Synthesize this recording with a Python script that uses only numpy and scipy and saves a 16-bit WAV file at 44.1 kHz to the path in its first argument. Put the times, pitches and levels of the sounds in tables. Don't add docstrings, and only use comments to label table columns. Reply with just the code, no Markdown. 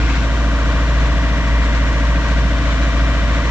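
import sys
import numpy as np
from scipy import signal
from scipy.fft import rfft, irfft
from scipy.io import wavfile
from scipy.ndimage import uniform_filter1d

SR = 44100
rng = np.random.default_rng(int(sys.argv[2]) if len(sys.argv) > 2 else 0)


def log_audio(samples):
    frames = np.atleast_2d(samples).T
    limited = np.clip(frames, -1, 1)
    pcm = np.round(limited * 32767).astype(np.int16)
    wavfile.write(sys.argv[1], SR, pcm)


N = 154350


# t/s, speed/rpm
ENGINE_SPEED = [(0.0, 1703.5), (0.125, 1693.0), (0.25, 1690.2), (0.375, 1690.0), (0.5, 1690.7),
                (0.625, 1689.7), (0.75, 1690.2), (0.875, 1693.4), (1.0, 1691.6), (1.125, 1691.1),
                (1.25, 1691.7), (1.375, 1689.4), (1.5, 1689.4), (1.625, 1690.1), (1.75, 1687.9),
                (1.875, 1687.3), (2.0, 1685.3), (2.125, 1685.6), (2.25, 1685.5), (2.375, 1687.0),
                (2.5, 1690.4), (2.625, 1690.9), (2.75, 1690.5), (2.875, 1687.7), (3.0, 1688.5),
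                (3.125, 1687.1), (3.25, 1685.8), (3.375, 1688.8), (3.5, 1690.3)]

# f/Hz, level/dB per Hz
RUMBLE_SPECTRUM = [(10, -66), (20, -58), (35, -58), (60, -50), (100, -52), (190, -53), (245, -59.5),
                   (290, -53), (380, -64.5), (520, -63), (680, -63.5), (810, -68), (1500, -99),
                   (6000, -140)]
HISS_SPECTRUM = [(2000, -80), (4000, -79), (5200, -77), (5800, -72), (6400, -81), (7400, -80),
                 (8000, -87.5), (8600, -96.5), (10500, -97), (13000, -106), (15500, -122)]
# f/Hz, level/dB per Hz
RASP_SPECTRUM = [(100, -100), (500, -74.5), (810, -73.5), (950, -65.5), (1200, -63), (1600, -63.5),
                 (2000, -67), (2250, -64), (2550, -69.5), (2900, -72), (4000, -71.5), (5000, -82),
                 (7400, -81.5), (8600, -106), (12000, -140)]
# f/Hz, side over mid/dB
NOISE_WIDTH = [(40, 3.5), (150, -12.5), (300, -19), (600, -4.5), (1000, -9), (1550, -10), (2200, -1),
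               (3300, -1.5), (4500, 0), (8000, 1.5)]

# t/s, level/dB
RASP_LEVEL = [(0, -3), (.6, -1.5), (1.2, -2.7), (1.8, -1), (2.4, -0.9), (3, -1.3), (3.5, 0)]
# level/dB, one per cylinder
CYLINDER_LEVEL = [0.58, 0.45, 0.18, -0.44]

# place in the cycle/0-1, ring f/Hz, peak level/dB
# (before KNOCKS_DB is added), length/s
KNOCKS = [(.03, 280, -24, .007), (.03, 1950, -26.5, .0024), (.07, 1550, -26, .002), (.07, 1030, -28, .0017),
          (.15, 600, -29, .004), (.16, 115, -21, .007), (.17, 1080, -27, .0017), (.19, 1950, -28, .003),
          (.25, 1100, -29, .0015), (.255, 240, -27, .006), (.3, 1350, -29, .0017),
          (.32, 1500, -24.5, .0023), (.35, 620, -28, .003), (.395, 2050, -24.5, .0022),
          (.41, 270, -20, .0055), (.48, 620, -26, .0022), (.52, 1930, -28, .003), (.5, 1550, -30, .0013),
          (.56, 160, -16, .005), (.66, 220, -28, .004), (.66, 640, -28, .003), (.665, 1950, -29, .002),
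          (.73, 1550, -28, .0016), (.75, 1130, -23.5, .0032), (.77, 540, -30, .003), (.8, 125, -23, .006),
          (.82, 1680, -27, .002), (.885, 1050, -25, .002), (.89, 1920, -26, .0018), (.94, 290, -26, .005),
          (.95, 1070, -25, .0022)]
# f/Hz, level/dB
RATTLE_LEVEL = [(14, -58), (210, -58), (330, -55.5), (400, -67), (480, -48), (680, -55), (810, -64),
                (950, -61), (1550, -56.5), (2000, -61), (2300, -61), (2550, -60.5), (2800, -57),
                (3500, -59), (5000, -71.5)]
# multiple of the cycle rate, level/dB (before LINES_DB is added)
STRONG_LINES = [(2, -38), (3, -41), (5, -34), (6, -38), (7, -48), (8, -34), (9, -34), (10, -34), (11, -47),
                (12, -36), (13, -39), (14, -47), (15, -43), (16, -42), (17, -46), (18, -50), (19, -34),
                (20, -39), (21, -36), (22, -52), (23, -49), (24, -53), (31, -47), (34, -49), (35, -46),
                (36, -48), (40, -46), (48, -38), (64, -46), (67, -48), (68, -42), (74, -43), (75, -46),
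                (77, -46), (79, -47), (80, -44), (82, -44), (84, -40), (100, -47), (108, -46), (109, -43),
                (111, -48), (112, -46), (115, -47), (116, -43), (120, -46), (130, -41), (136, -42),
                (138, -41), (144, -45.5), (150, -45), (168, -40.5)]
# f/Hz, level/dB
DRIFT_LEVEL = [(60, -74), (280, -51), (400, -59), (520, -57), (675, -56), (810, -65.5), (950, -56),
               (1500, -50.5), (2000, -56.5), (2280, -64.5), (2365, -52), (2450, -60.5), (3000, -58.5),
               (5000, -71.5)]
# f/Hz, side over mid/dB
LINE_WIDTH = [(60, -7), (150, -15.5), (300, -18), (600, -19), (1100, -20.5), (1550, -22), (2000, -21),
              (3000, -1)]
# t/s, level/dB, extra level of its metallic band/dB
CLATTER_LEVEL = [(0, -1, 0), (.5, 0.5, -3.5), (1, 0.5, 0), (1.5, -0.1, 3.5), (2, -0.5, 2), (2.5, 0.5, -1),
                 (3, 0.6, -0.5), (3.5, 0, 2)]

# f/Hz, left over right/dB
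CAB_BALANCE = [(100, -0.1), (250, -.5), (900, 0.5), (1550, 2.8), (2700, 3), (4500, 2.5), (7100, 3),
               (8000, -1.5), (10500, -4.5), (13000, -2)]
# f/Hz, left ahead of right/radians
PORT_PHASE = [(100, -0.027), (950, -0.23), (1550, -0.8), (2300, -1.75), (3000, -0.73), (4000, -1.37)]
# f/Hz, level/dB
SIDEWAYS_COLOUR = [(150, 0.5), (350, 2), (520, 0), (590, -9), (680, -1.5), (780, 1.5), (1100, -0.5),
                   (1700, 1.5), (1950, -2), (2200, 6), (2365, 0.5), (2550, 7.5), (2900, 0), (5000, 2.5),
                   (9000, -0.5)]

CYLINDERS = 4
PUMP_HZ, PUMP_DB, PUMP_UNSTEADY_HZ = 584.2, -37.5, 1.0
PANEL_HZ, PANEL_DB, PANEL_UNSTEADY_HZ = 223.8, -39, 3.5
DRIVE_HZ, DRIVE_DB, DRIVE_UNSTEADY_HZ = 943, -43, 1.2
RASP_PULSE_DB, RASP_FLICKER_DB = 6, 2.3
RASP_DECAY = 0.12
RASP_LAG, BOOM_LAG = .155, .023
KNOCKS_DB, LINES_DB = -1.97, -0.15
CRANK_JITTER_S = .000008
DRIFT_HZ = 1.17
CLATTER_WAVER_DB = 0.39
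BRIGHT_HZ, BRIGHT_WIDTH_HZ = 2154, 420
BOOM_DB, BOOM_WAVER_DB, BOOM_LEFT_DB = -15, -0.9, 0.5
TURN_S, TURN_LENGTH_S = 0.19, 0.043
SIDEWAYS_PATH_S = 0.00023
TOP_HZ = 15700


def undb(db):
    return 10 ** (np.asarray(db) / 20)


def curve(points, hz):
    p = np.array(points, float)
    return np.interp(np.log(np.maximum(hz, 1)), np.log(p[:, 0]), p[:, 1])


def pan(left_db):
    gains = undb(np.array([[1], [-1]]) * left_db / 2)
    return gains / np.sqrt(np.mean(gains ** 2, axis=0))


def walk(rate):
    f = np.fft.rfftfreq(N, 1 / SR)
    smoothing = np.exp(-(f / rate) ** 2) * (f > 0)
    wander = irfft(rfft(rng.standard_normal(N)) * smoothing, N)
    return wander / wander.std()


def facing_forward(t):
    return np.clip((t - TURN_S) / TURN_LENGTH_S, 0, 1)


def noise(spectrum):
    f = np.fft.rfftfreq(N, 1 / SR)
    mid, side = rfft(rng.standard_normal((2, N)))
    width = undb(curve(NOISE_WIDTH, f))
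    both = (mid + np.array([[1], [-1]]) * width * side) / np.hypot(1, width)
    return irfft(both * undb(curve(spectrum, f)) * np.sqrt(SR / 2), N)


def fan_hiss():
    return noise(HISS_SPECTRUM)


def cab_rumble():
    return noise(RUMBLE_SPECTRUM)


def whine(speed, hz, db, unsteady_hz):
    pitch = hz * speed + unsteady_hz * walk(19.2)
    phase = 2 * np.pi * np.cumsum(pitch) / SR
    flutter_db = 1.5 * walk(19)
    return np.sqrt(2) * np.sin(phase) * undb(db + flutter_db)


def accessories(speed):
    pump = whine(speed, PUMP_HZ, PUMP_DB, PUMP_UNSTEADY_HZ)
    panel = whine(speed, PANEL_HZ, PANEL_DB, PANEL_UNSTEADY_HZ)
    drive = whine(speed, DRIVE_HZ, DRIVE_DB, DRIVE_UNSTEADY_HZ)
    return pump + panel + drive


def rasp(cycle, t):
    firing = CYLINDERS * (cycle + 1 - RASP_LAG)
    flare = np.exp(-(firing % 1) / RASP_DECAY)
    cylinder_db = np.array(CYLINDER_LEVEL)[firing.astype(int) % CYLINDERS]
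    pulse_db = RASP_PULSE_DB * (flare - flare.mean()) + cylinder_db
    smooth_db = uniform_filter1d(pulse_db, size=60)
    flickering = noise(RASP_SPECTRUM) * undb(smooth_db + RASP_FLICKER_DB * walk(21))
    return flickering * undb(np.interp(t, *np.array(RASP_LEVEL).T))


def knocks(k, cycle_hz):
    place, hz, db, length = np.array(KNOCKS).T[:, :, None]
    ring = np.exp(-(np.pi * length * (k * cycle_hz - hz)) ** 2) * length * cycle_hz * np.sqrt(np.pi / 2)
    timing = np.exp(-2j * np.pi * k * place)
    return np.sum(undb(db + KNOCKS_DB) * ring * timing, axis=0)


def rattle(spectrum, hz):
    return undb(curve(spectrum, hz)) * np.exp(2j * np.pi * rng.random(len(hz)))


def repeat(lines, hz, angle, size=16384):
    lead = np.sign(rng.random(len(hz)) - .5) * np.array([[1], [-1]])
    apart = np.arctan(undb(curve(LINE_WIDTH, hz))) * lead
    one_cycle = irfft(np.pad(lines * np.exp(1j * apart), ((0, 0), (1, 0))), size) * size / np.sqrt(2)
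    place = angle % 1 * size
    return np.array([np.interp(place, np.arange(size + 1), np.append(side, side[0])) for side in one_cycle])


def swell(sound, t):
    at, all_db, bright_db = np.array(CLATTER_LEVEL).T
    f = np.fft.rfftfreq(N, 1 / SR)
    bright = irfft(rfft(sound) * np.exp(-((f - BRIGHT_HZ) / BRIGHT_WIDTH_HZ) ** 2), N)
    extra = bright * (undb(np.interp(t, at, bright_db)) - 1)
    return (sound + extra) * undb(np.interp(t, at, all_db))


def clatter(cycle, t, count=360, blends=4):
    k = np.arange(1, count + 1)
    hz = k * cycle[-1] * SR / N
    lines = knocks(k, hz[0]) + rattle(RATTLE_LEVEL, hz)
    lines = lines * (k != CYLINDERS)
    for order, line_db in STRONG_LINES:
        i = int(order) - 1
        lines[i] *= undb(line_db + LINES_DB) / abs(lines[i])
    angle = cycle + CRANK_JITTER_S * hz[0] * walk(21)

    blend = np.array([walk(DRIFT_HZ) for _ in range(blends)])
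    shares = blend / np.linalg.norm(blend, axis=0)
    drift = sum(repeat(rattle(DRIFT_LEVEL, hz), hz, angle) * share for share in shares)

    sideways = lines * np.exp(2j * np.pi * hz * SIDEWAYS_PATH_S * rng.standard_normal(count))
    turned = facing_forward(t)
    steady = repeat(sideways, hz, angle) * (1 - turned) + repeat(lines, hz, angle) * turned
    return swell((steady + drift) * undb(CLATTER_WAVER_DB * walk(30)), t)


def boom(cycle):
    hum = np.sqrt(2) * np.cos(2 * np.pi * CYLINDERS * (cycle - BOOM_LAG))
    return hum * undb(BOOM_DB + BOOM_WAVER_DB * walk(6)) * pan(BOOM_LEFT_DB)


def microphone(sound, t, size=4096):
    f = np.fft.rfftfreq(N + 2 * size, 1 / SR)
    phase = np.exp(.5j * np.array([[1], [-1]]) * curve(PORT_PHASE, f))
    ports = pan(curve(CAB_BALANCE, f)) * phase
    padded = np.pad(sound, ((0, 0), (size, size)), mode="reflect", reflect_type="odd")
    heard = rfft(padded) * ports
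    before = irfft(heard * undb(curve(SIDEWAYS_COLOUR, f)), N + 2 * size)[:, size:-size]
    after = irfft(heard, N + 2 * size)[:, size:-size]
    turned = facing_forward(t)
    return before * (1 - turned) + after * turned


def scene():
    t = np.arange(N) / SR
    rpm = np.interp(t, *np.array(ENGINE_SPEED).T)
    cycle = np.cumsum(rpm) / 120 / SR
    engine = boom(cycle) + clatter(cycle, t) + rasp(cycle, t)
    background = accessories(rpm / rpm.mean()) + cab_rumble() + fan_hiss()
    return microphone(engine + background, t)


def record(dry):
    faded_in = dry * np.minimum(np.arange(N) / SR / .001, 1)
    low_pass = signal.ellip(8, .1, 80, TOP_HZ, fs=SR, output="sos")
    return signal.sosfilt(low_pass, faded_in)


dry = scene()
out = record(dry)
log_audio(out)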